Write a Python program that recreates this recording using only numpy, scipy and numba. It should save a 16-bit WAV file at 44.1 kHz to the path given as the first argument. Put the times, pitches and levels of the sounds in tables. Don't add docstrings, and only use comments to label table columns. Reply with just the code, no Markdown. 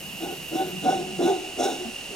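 import sys
import numpy as np
from scipy import signal
from scipy.fft import rfft, irfft
from scipy.io import wavfile
from scipy.ndimage import uniform_filter1d
from numba import njit

SR = 44100
rng = np.random.default_rng(int(sys.argv[2]) if len(sys.argv) > 2 else 0)


def to_wav(s):
    ch = np.atleast_2d(s).T
    pcm = np.round(np.clip(ch, -1, 1) * 32767)
    wavfile.write(sys.argv[1], SR, pcm.astype(np.int16))


N = 94815
SIDES = np.array([[1], [-1]])


def undb(db):
    return 10 ** (np.asarray(db) / 20)


def unit(x):
    return x / np.sqrt(np.mean(x ** 2))


def noise():
    return rng.standard_normal(N)


def wander(rate_hz):
    hold = max(int(SR / rate_hz), 2)
    steps = noise()[np.arange(N) // hold]
    return unit(uniform_filter1d(uniform_filter1d(steps, hold), hold))


@njit
def band_pass(x, hz, width_hz):
    out, band, low = np.empty(len(x)), 0., 0.
    for i in range(len(x)):
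        step, damping = np.tan(np.pi * hz[i] / SR), width_hz / hz[i]
        swing = (band + step * (x[i] - low)) / (1 + step * (step + damping))
        band, low = 2 * swing - band, low + 2 * step * swing
        out[i] = damping * swing
    return out


def ring(x, hz, width_hz):
    hz, width_hz = hz * np.ones(N), float(width_hz)
    return unit(band_pass(band_pass(x, hz, width_hz), hz, width_hz))


def across(points):
    hz, value = np.array(points).T
    return np.interp(np.log(np.arange(N // 2 + 1) * SR / N + 1), np.log(hz), value)


def colour(x, points):
    return unit(irfft(rfft(x) * undb(across(points)), N))


def pan(db):
    return undb(SIDES * db / 2)


def spread(make, width):
    return make() + width * make() * SIDES


def sing(drive, hz, width_hz, clear):
    waver = 1 + .04838 * np.sqrt(1.01 - clear) * wander(90.64)
    tone = np.sin(2 * np.pi * np.cumsum(hz * waver) / SR)
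    tone = unit(tone * undb(2.2 * wander(90)))
    return np.sqrt(clear) * tone + np.sqrt(1 - clear) * ring(drive, hz, width_hz)


# frequency_hz, relative_db
HISS_COLOUR = [(25,-3),(70,-2),(130,1),(760,-.5),(1050,-8.5),(1900,-7),(6500,-7.5),(11000,-13),(13500,-23.5),(15800,-22)]

def hiss(t, level_db=-42, rise_db_per_s=.62):
    middle = colour(noise(), HISS_COLOUR)
    side = irfft(rfft(colour(noise(), HISS_COLOUR)) * across([(60, .032), (900, .41)]), N)
    return (middle + side * SIDES) * undb(level_db + rise_db_per_s * (t - t.mean())) * pan(-2)


# time_s, relative_db
DRONE_LEVELS = [(0, -45), (.6, -42.5), (.78, -38), (1.14, -36.5), (1.3, -39), (1.43, -59), (2.15, -70)]

def drone(t, gain_db=-2):
    times, db = np.array(DRONE_LEVELS).T
    return undb(np.interp(t, times, db) + gain_db) * sing(noise(), hz=180.5, width_hz=69, clear=.24)


# pitch_hz, width_hz, level_db
SHRILL_BANDS = [(2825.4, 170, -41), (2703, 480, -45)]
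# frequency_hz, relative_db
SIZZLE_COLOUR = [(8000, -31), (10500, -2), (12000, 4.5), (13300, -5), (15500, -10)]

def insects(t, throb_hz=109, sizzle_db=-51, sizzle_end_s=.94, fade_s=.2):
    cycles = np.cumsum(throb_hz * (1 + .082 * wander(6.7))) / SR
    throb = 1 + .04 * np.sin(2 * np.pi * cycles)
    shrill = sum(undb(db) * spread(lambda: ring(noise(), hz, width), .34)
                 for hz, width, db in SHRILL_BANDS)
    sizzle = spread(lambda: colour(noise(), SIZZLE_COLOUR), .57)
    sizzle *= np.clip((sizzle_end_s - t) / fade_s, 0, 1) * undb(sizzle_db + 1.5 * wander(35.7))
    return (throb * shrill + sizzle) * pan(-2.5)


def vocal_folds(pulse_hz=95.2, jitter=.22, breath=.51):
    cycles = np.cumsum(pulse_hz * np.exp(jitter * wander(pulse_hz))) / SR
    pulses = np.diff(np.floor(cycles), prepend=0) * undb(wander(pulse_hz))
    air = unit(noise() * (.25 + np.exp(-(cycles % 1) / 1.26)))
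    return unit(pulses - pulses.mean()) + breath * air, air


# time_s, sac_db, mouth_db, sac_pitch_hz
HOOT_PATHS = [
    [(.212,-33.5,-39,345),(.255,-30.5,-32,330.8),(.285,-35,-39.5,352),(.33,-33.5,-40.5,392)],
    [(.522,-31,-40,335),(.558,-23.5,-37,323.4),(.586,-37,-30.5,309.2),(.615,-25.5,-25,366.3),(.64,-28.5,-40,360),(.705,-33.5,-47.5,357.5)],
    [(.838,-32,-29,294),(.862,-25,-22.5,272.3),(.887,-29,-17.5,294),(.91,-19.5,-34,385.4),(.93,-43,-22.5,384),(.945,-29,-31,374),(.965,-35,-33.5,363)],
    [(1.198,-18.5,-34.5,336.8),(1.215,-22.5,-22,320.5),(1.243,-20,-38,338),(1.267,-20.5,-27.5,343.5),(1.285,-22,-21.5,396),(1.32,-28,-26.5,384.8),(1.38,-33.5,-42,311.6)],
    [(1.582,-24.5,-36,360),(1.622,-27,-24,356.9),(1.66,-22,-26.5,361),(1.705,-34.5,-28.5,353),(1.728,-29,-37,334),(1.752,-40,-44,260)],
]
# mouth_widest_s, throat_relative_db, sac_clear (0-1), mouth_clear (0-1)
HOOT_VOICES = [(.26,-1.5,.5,0.52),(0.594,-0.5,.88,.8),(.905,-0.5,0.44,.72),(1.287,-3.5,.86,0.55),(1.664,2,.4,0.38)]
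# pitch_hz, width_hz, relative_db
THROAT_RINGS = [(273, 27, -17), (456.5, 13.3, -17), (568.6, 112, -14), (867, 290, -32.5)]
# pitch_hz, width_hz, relative_db
UPPER_RINGS = [(1096, 110, -32), (1405, 43, -19), (2073, 120, -29)]

def hoots(t, attack_s=.034, release_s=.023, open_s=.02876, close_s=.06, rattle_s=.074):
    drive, out = vocal_folds()[0], 0
    for path, (widest_s, throat_db, sac_clear, mouth_clear) in zip(HOOT_PATHS, HOOT_VOICES):
        times, *columns = np.array(path).T
        sac_db, mouth_db, sac_hz = (np.interp(t, times, column) for column in columns)
        start, end = times[0], times[-1]
        edges = [start - attack_s / 2, start + attack_s / 2, end, end + release_s]
        sounding = np.interp(t, edges, [0, 1, 1, 0])
        sac_gain, mouth_gain = sounding * undb(sac_db), sounding * undb(mouth_db + 1)
        opening = np.exp(-((t - widest_s) / np.where(t < widest_s, open_s, close_s)) ** 2)
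        lift = 1 + .0642 * np.sqrt(opening)
        rattle = 1 + .7 * np.exp(-((t - start) / rattle_s) ** 2)
        throat = sum(undb(db) * ring(drive, hz * lift, width) for hz, width, db in THROAT_RINGS)
        upper = sum(undb(db) * ring(drive, hz * lift, width) for hz, width, db in UPPER_RINGS)
        sac = sing(drive, hz=sac_hz, width_hz=125, clear=sac_clear / np.sqrt(rattle))
        mouth = sing(drive, hz=714.8 * lift, width_hz=86, clear=mouth_clear)
        throat_gain = np.hypot(sac_gain, mouth_gain) * undb(throat_db)
        out += sac_gain * sac + mouth_gain * mouth
        out += throat_gain * (rattle * throat + (.58 + .42 * opening) * upper)
    return out


# frequency_hz, relative_db
RASP_COLOUR = [(2600,-23),(3200,-10),(3480,5.5),(4000,2),(4200,-21)]
TREBLE_COLOUR = [(4300, -18), (5100, -11), (5450, 9.5), (5800, -2.5), (6150, 2.5), (6720, 2), (7100, -6.5),
                 (10000, -11.5), (12500, -28), (15000, -47)]
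# peak_s, half_length_s, rasp_db, treble_db
AIR_SURGES = [(0.242,0.029,-46,-51),(0.559,0.018,-51,-45),(.608,0.047,-44,-55),(0.845,0.0087,-44,-56),(0.91,0.07,-44,-45),(1.262,0.058,-40.5,-43.5),(1.605,0.019,-44,-36.5),(1.646,0.019,-37,-34),(1.699,0.042,-41.5,-51.5)]

def rushing_air(t):
    air, out = vocal_folds()[1], 0
    rasp, treble = colour(air, RASP_COLOUR), colour(air, TREBLE_COLOUR)
    for peak_s, half_length_s, rasp_db, treble_db in AIR_SURGES:
        swell = np.exp(-((t - peak_s) / half_length_s) ** 2)
        out += swell * (undb(rasp_db) * rasp + undb(treble_db) * treble)
    return out


def tree_echo(calls, t, fade_s=.82, delay_s=.0053, echo_db=-10.5, treble_db=6.5):
    fade = undb(-60 * t / fade_s) * np.clip(t / delay_s - .5, 0, 1)
    brighten = undb(across([(800, 0), (4000, treble_db)]))
    scatter = irfft(rfft(spread(noise, .27)) * brighten, N)
    tail = scatter * fade * undb(echo_db) / np.sqrt(np.sum(fade ** 2))
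    return calls + signal.fftconvolve(calls[None], tail, axes=1)[:, :N]


# start_s, length_s, level_db, pitch_hz, clear (0-1)
GRUNTS_AND_TONE = [(0.983,0.049,-29,347,0.73),(0.998,0.15,-36.5,370,0.98),(1.447,0.075,-40,382,0.63),(1.772,0.09,-37.5,358,.84),(1.84,0.0645,-35,236,0.91),(2.082,0.14,-39.5,390,.3),(2.084,0.048,-45,239.3,0.21)]

def grunts_and_tone(t):
    drive, out = vocal_folds()[0], 0
    mouth = undb(-12) * ring(drive, hz=705, width_hz=94)
    for start_s, length_s, db, hz, clear in GRUNTS_AND_TONE:
        progress = np.clip((t - start_s) / length_s, 0, 1)
        swell = np.sqrt(np.abs(np.sin(np.pi * progress)))
        out += undb(db) * swell * (sing(drive, hz, width_hz=125, clear=clear) + mouth)
    return out


# peak_s, level_db
INSECT_CHIRPS = [(1.965, -32.5), (2.01, -35.5)]

def chirps(t, pitch_hz=2856, half_length_s=.0034):
    swell = sum(undb(db) * np.exp(-((t - peak_s) / half_length_s) ** 2) for peak_s, db in INSECT_CHIRPS)
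    return swell * unit(np.sin(2 * np.pi * pitch_hz * t)) * pan(-2.5)


def scene():
    t = np.arange(N) / SR
    calls = hoots(t) + rushing_air(t) + grunts_and_tone(t)
    voices = (tree_echo(calls, t) + drone(t)) * pan(-.4)
    return voices + insects(t) + hiss(t) + chirps(t)


# frequency_hz, lead_radians
LEFT_LEAD = [(40,0),(350,0.82),(8000,0.85),(13000,0)]

def record(dry, top_hz=15850):
    shifted = irfft(rfft(dry) * np.exp(.5j * across(LEFT_LEAD) * SIDES), N)
    return signal.sosfilt(signal.ellip(10, .2, 80, top_hz, fs=SR, output="sos"), shifted)


dry = scene()
out = record(dry)
to_wav(out)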